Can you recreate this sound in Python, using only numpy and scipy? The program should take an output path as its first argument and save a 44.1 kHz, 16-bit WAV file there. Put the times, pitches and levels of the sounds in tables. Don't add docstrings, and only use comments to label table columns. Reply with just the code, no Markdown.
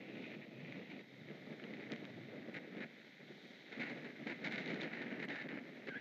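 import sys
import numpy as np
from scipy import signal
from scipy.fft import rfft, irfft, next_fast_len
from scipy.io import wavfile
from scipy.ndimage import map_coordinates

SR = 44100
rng = np.random.default_rng(int(sys.argv[2]) if len(sys.argv) > 2 else 0)


def int16_out(signal):
    q = np.round(np.clip(np.atleast_2d(signal).T, -1, 1) * 32767)
    wavfile.write(sys.argv[1], SR, q.astype(np.int16))


def to_linear_factor(level_db):
    exponent = np.asarray(level_db, float) / 20
    return 10 ** exponent


N = 264908
TIME = np.arange(N) / SR

# time in seconds, push on the housing in dB, flow across the port in dB,
# port pitch in Hz, needle hiss in dB.
WIND = [(0.0, -55.5, -62, 2140, -69), (0.27, -50.5, -58.5, 2240, -63.5), (0.45, -57.5, -68, 2080, -71),
        (0.66, -52.5, -60, 2170, -65.5), (0.97, -51, -61.5, 2090, -66), (1.05, -60.5, -66.5, 2050, -69),
        (1.37, -56.5, -64, 2010, -67), (1.9, -49.5, -59, 2015, -66), (2.1, -54, -63, 2020, -66.5),
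        (2.78, -54.5, -61.5, 1970, -69.5), (2.88, -62.5, -65.5, 2000, -68.5),
        (3.15, -66.5, -65.5, 2014, -68), (3.62, -61, -65, 2010, -64), (3.8, -47.5, -55.5, 2000, -62.5),
        (4.13, -56.5, -62, 1974, -66.5), (4.62, -47.5, -51.5, 2012, -60), (5.4, -50, -57.5, 1910, -70),
        (5.65, -54.5, -61.5, 1990, -67.5)]
# start in seconds, depth in dB, length in seconds.
LULLS = [
    (1.01, 1, 0.08),
    (4.367, 4.5, 0.1),
    (4.748, 6, 0.044),
    (4.893, 1, 0.022),
    (5.259, 12, 0.022),
    (5.474, 12, 0.012),
    (5.57, 4, 0.1),
]
# start in seconds, peak in dB, length in seconds.
PUSHES = [(0.086, -48, 0.03), (4.592, -40, 0.05), (0.345, -37, 0.021), (2.168, -37, 0.031),
          (1.001, -33, 0.015), (1.247, -45, 0.028), (1.299, -38, 0.038), (1.422, -43, 0.038),
          (1.496, -37.5, 0.054), (1.644, -35.5, 0.02), (1.774, -41, 0.047), (1.909, -29.5, 0.04),
          (2.021, -35, 0.026), (2.316, -39, 0.089), (2.482, -33, 0.022), (2.55, -33, 0.041),
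          (2.774, -33.5, 0.092), (3.185, -46, 0.087), (3.293, -39.5, 0.04), (3.433, -44.5, 0.032),
          (3.994, -42, 0.14), (4.193, -37, 0.046), (4.257, -32, 0.079), (4.441, -32, 0.05),
          (4.846, -40, 0.02), (5.05, -45, 0.038), (5.183, -35.5, 0.03), (5.489, -37, 0.13),
          (5.871, -29, 0.032), (5.95, -32, 0.025)]
# start in seconds, peak in dB, hiss relative to it in dB,
# length in seconds.
PUFFS = [(0.3, -45, -15, 0.071), (0.413, -46.5, -19, 0.04), (0.724, -46, -19, 0.018),
         (0.9, -42, -13, 0.031), (0.992, -44.5, -10, 0.025), (1.732, -44, -16, 0.019),
         (1.795, -47.5, -13, 0.07), (1.913, -41, -11, 0.026), (1.968, -48, -14, 0.012),
         (2.544, -39, -11, 0.049), (2.772, -46, -13, 0.029), (2.803, -38.5, -12.5, 0.049),
         (3.72, -41.5, -11, 0.025), (3.795, -34.5, -11.5, 0.06), (3.857, -38.5, -13, 0.087),
         (4.044, -39, -14, 0.035), (4.269, -34.5, -12, 0.07), (4.442, -33, -8.5, 0.049),
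         (4.5087, -32.5, -11, 0.053), (4.579, -35, -9.5, 0.054), (4.675, -39.5, -10.5, 0.12),
         (4.809, -34.5, -8, 0.051), (4.925, -39, -11, 0.087), (5.015, -37.5, -10.5, 0.023),
         (5.1, -47.5, -15, 0.11), (5.195, -37.5, -12, 0.073), (5.293, -37.5, -10.5, 0.21),
         (5.484, -41.5, -16, 0.12), (5.869, -35.5, -13, 0.033), (5.925, -42.5, -26, 0.08)]
# frequency in Hz, level in dB per Hz.
HOUSING_TONE = [(29, -81.5), (50, -44), (69, -40.5), (116, -18), (143, -4), (227, 3.5), (614, -7.5),
                (785, -17), (1060, -27), (1300, -21.5), (1690, -32), (2860, -120)]
PORT_HZ = [
    1770,
    2050,
    2350,
]
# frequency in Hz, gain in dB.
MIC_TONE = [(50, 4), (3500, 4.5), (5000, -4), (6500, -7.5), (7500, -29.5), (9000, -44), (11000, -63)]
# frequency in Hz, level in dB per Hz.
NEEDLE_TONE = [(1800, -23.5), (2700, -13), (3100, -1.5), (3800, 1.5), (4400, -8), (5000, -15), (6300, -19),
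               (7000, -26), (8000, -45.5), (10000, -48.5), (12000, -80)]
# frequency in Hz, level in dB per Hz.
CANOPY_TONE = [(2500, -36.5), (4000, 2.5), (5000, -2), (6500, -5.5), (7300, -12), (9000, -18), (12000, -22),
               (12600, -73.5)]
# middle in seconds, extra level in dB, length in seconds.
LURCHES = [
    (0.62, 7, 0.077),
    (1.223, 14, 0.14),
    (2.2, 6.5, 0.17),
    (2.552, 7, 0.061),
    (3.3, 7, 0.057),
]
# time in seconds, peak in dB.
SNAPS = [(0.7231, -52), (0.991, -62), (1.639, -53), (1.7367, -52.5), (1.919, -38), (1.935, -45),
         (1.9607, -48.5), (2.044, -63), (2.052, -47), (1.598, -55), (2.5422, -58), (2.5664, -51),
         (2.7682, -55), (3.8159, -56), (3.8983, -47), (4.27, -60), (4.442, -55), (4.5227, -44),
         (4.558, -44), (4.6595, -44.5), (4.6765, -45), (4.7028, -46), (4.7434, -41), (4.8161, -40.5),
         (4.8327, -51), (5.2284, -49), (5.2862, -45), (5.4885, -51), (5.5736, -52), (5.873, -50)]
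# time in seconds, peak in dB.
SNAP_EDGES = [
    (1.919, -77),
    (1.9599, -86),
    (2.5411, -67),
    (4.5226, -59),
    (5.2505, -62),
]
# start in seconds, level in dB, length in seconds.
PEEPS = [
    (5.005, -53, 0.03),
    (5.228, -49, 0.03),
    (5.3, -49.5, 0.035),
    (5.345, -51, 0.02),
    (5.385, -49, 0.028),
]
# time in seconds, pitch in Hz, level in dB.
WHISTLE = [
    (5.895, 1600, -58),
    (5.912, 1600, -51),
    (5.94, 1470, -52),
    (5.955, 1600, -50),
    (5.961, 1680, -45),
    (5.978, 1680, -46.5),
    (5.99, 1560, -58),
]


def unit(x):
    return x / np.sqrt(np.mean(x ** 2) + 1e-20)


def curves(rows):
    s, *columns = np.transpose(rows)
    return [np.interp(TIME, s, column) for column in columns]


def wobble(rate):
    knots = rng.standard_normal(int(N * rate / SR) + 4)
    return map_coordinates(knots, [TIME * rate])


def coloured(x, points):
    size = 2 * next_fast_len(N // 2 + 4096)
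    hz, level = np.transpose(points)
    log_hz = np.log(np.fft.rfftfreq(size, 1 / SR) + 1)
    gain = to_linear_factor(np.interp(log_hz, np.log(hz + 1), level))
    cepstrum = irfft(np.log(gain / np.sqrt(np.mean(gain ** 2))), size)
    cepstrum[1:size // 2] *= 2
    cepstrum[size // 2 + 1:] = 0
    return irfft(rfft(x, size) * np.exp(rfft(cepstrum)), size)[:N]


def cavity(x, hz, width_hz):
    size = next_fast_len(N + 4096)
    f = np.fft.rfftfreq(size, 1 / SR)
    gain = (1j * f * width_hz / (hz * hz - f * f + 1j * f * width_hz)) ** 2
    gain_rms = np.sqrt(np.mean(np.abs(gain) ** 2))
    return irfft(rfft(x, size) * gain / gain_rms, size)[:N]


def bursts(times, levels_db, lengths, rise):
    power = np.zeros(N + SR)
    t = np.arange(SR // 4) / SR
    for s, db, length in zip(times, levels_db, np.clip(lengths, 0.001, 0.16)):
        shape = (1 - np.exp(-t / rise)) * np.exp(-(t / length) ** 6)
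        start = max(round((s - rise) * SR), 0)
        power[start:][:len(t)] += (to_linear_factor(db) * shape) ** 2
    return np.sqrt(power[:N])


def grainy(rate, spread_db, share):
    sizes = to_linear_factor(spread_db * np.minimum(rng.exponential(size=N), 2))
    kicks = (rng.random(N) < rate / SR) * sizes * np.sign(rng.standard_normal(N))
    share = np.clip(share, 0, 1)
    return np.sqrt(1 - share) * rng.standard_normal(N) + np.sqrt(share) * unit(kicks)


def lulls():
    return sum(db * np.exp(-((TIME - s) / length * 2 - 1) ** 6) for s, db, length in LULLS)


def housing(buffet_db, eddies, grit):
    s, db, length = np.transpose(PUSHES)
    steady = to_linear_factor(buffet_db + 0.44 + 2.3 * eddies + 0.42 * wobble(12))
    push = np.hypot(steady, bursts(s, db - 14, length, rise=0.0045))
    rough_air = 0.35 * grit + 0.9 * grainy(250, spread_db=2, share=0.26)
    return coloured(push * rough_air, HOUSING_TONE)


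def port(port_db, port_hz, eddies, grit, flutter):
    s, db, _, length = np.transpose(PUFFS)
    puffs = flutter * bursts(s, db - 12, length, rise=0.0016)
    blow = grit * np.hypot(to_linear_factor(port_db + 2 + 0.47 * eddies), puffs)
    shares = [np.interp(port_hz, PORT_HZ, row) for row in np.eye(len(PORT_HZ))]
    ring = sum(cavity(np.sqrt(share) * blow, hz, width_hz=596) for share, hz in zip(shares, PORT_HZ))
    unshaped = to_linear_factor(-10) * cavity(blow, 2180, width_hz=2860)
    near_whistle = to_linear_factor(-13.5) * cavity(shares[0] * blow, 1824, width_hz=190)
    lid = to_linear_factor(-7.5) * cavity(blow, 756, width_hz=546) + to_linear_factor(-17) * cavity(blow, 1499, width_hz=53)
    return to_linear_factor(-9) * coloured(ring + unshaped + near_whistle + lid, MIC_TONE)


def needles(needles_db, eddies, grit, flutter):
    s, db, hiss_db, length = np.transpose(PUFFS)
    steady = to_linear_factor(needles_db - 0.25 + 0.79 * eddies) * (0.38 * grit + 0.76 * rng.standard_normal(N))
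    puffs = grit * flutter * bursts(s, db + hiss_db - 10.5, 0.9 * length, rise=0.00078)
    return coloured(steady + puffs, NEEDLE_TONE)


def wind():
    buffet_db, port_db, port_hz, needles_db = curves(WIND)
    lull_db = lulls()
    eddies = unit(wobble(14) + 0.44 * wobble(40) + 0.5 * wobble(110))
    flutter = to_linear_factor(1.5 * wobble(45))
    grit = grainy(300, spread_db=3.5, share=0.48)
    low = housing(buffet_db - 0.62 * lull_db, eddies, grit)
    middle = port(port_db - lull_db, port_hz, eddies, grit, flutter)
    high = needles(needles_db - 0.6 * lull_db, eddies, grit, flutter)
    return low + middle + high


def canopy():
    level = to_linear_factor(-83.5 + 1.3 * wobble(4.6))
    return level * coloured(rng.standard_normal(N), CANOPY_TONE)


def sway():
    buffet_db = curves(WIND)[0]
    db = -66 + 0.94 * (buffet_db + 55) + 2.5 * wobble(3.73)
    db = db - (TIME - 3)
    db = db + sum(extra * np.exp(-((TIME - s) / length) ** 2) for s, extra, length in LURCHES)
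    rumble = to_linear_factor(db - 4.5 + 1.2 * wobble(5.7)) * cavity(rng.standard_normal(N), 144, width_hz=55)
    low_tone = [(40, -45), (110, -3.5), (400, -3), (900, -35.5)]  # Hz, dB
    return coloured(rumble, low_tone) / 8


def electronics():
    hz = 12960 - 48 * TIME + 55 * wobble(5)
    jitter_hz = 35 * wobble(30) + 70 * wobble(400)
    phase = 2 * np.pi * np.cumsum(hz + jitter_hz) / SR
    return to_linear_factor(-91.5 + 2.7 * wobble(300)) * np.sin(phase)


def twigs():
    jolt = np.sign(rng.standard_normal(N))

    def crack(s, db):
        return jolt * bursts(s, db, np.full(len(s), 0.002), rise=0.0003)

    s, db = np.transpose(SNAPS)
    knock_db = -52 + 0.15 * (db + 52)
    knock = coloured(cavity(crack(s, knock_db), 2000, width_hz=1100), MIC_TONE)
    s_edge, edge_db = np.transpose(SNAP_EDGES)
    bright_tone = [(5000, -64), (7500, -2), (12000, -15), (14500, -19), (16000, -54)]  # Hz, dB
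    edges = coloured(crack(s_edge, edge_db - 6.5), bright_tone)
    return coloured(crack(s, db - 2), NEEDLE_TONE) + knock + edges


def peeps():
    s, db, length = np.transpose(PEEPS)
    hz = 1805 * (1 + 0.025 * wobble(90))
    phase = 2 * np.pi * np.cumsum(hz) / SR
    return bursts(s, db + 3, length, rise=0.005) * to_linear_factor(2 * wobble(150)) * np.sin(phase)


def whistle():
    hz, db = curves(WHISTLE)
    phase = 2 * np.pi * np.cumsum(hz * (1 + 0.025 * wobble(350))) / SR
    gate = np.interp(TIME, [5.895, 5.903, 5.98, 5.988], [0, 1, 1, 0])
    db = db + 2 * wobble(250)
    tone = to_linear_factor(db + 3.2) * np.sin(phase)
    octave = to_linear_factor(1.5 * db + 7) * np.sin(2 * phase)
    return gate * (tone + octave)


def scene():
    mix = wind() + canopy() + sway() + electronics() + twigs() + peeps() + whistle()
    return mix[None]


def low_pass(x):
    return signal.sosfilt(signal.butter(12, 15300, fs=SR, output="sos"), x)


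def record(dry):
    return low_pass(dry)


dry = scene()
out = record(dry)
int16_out(out)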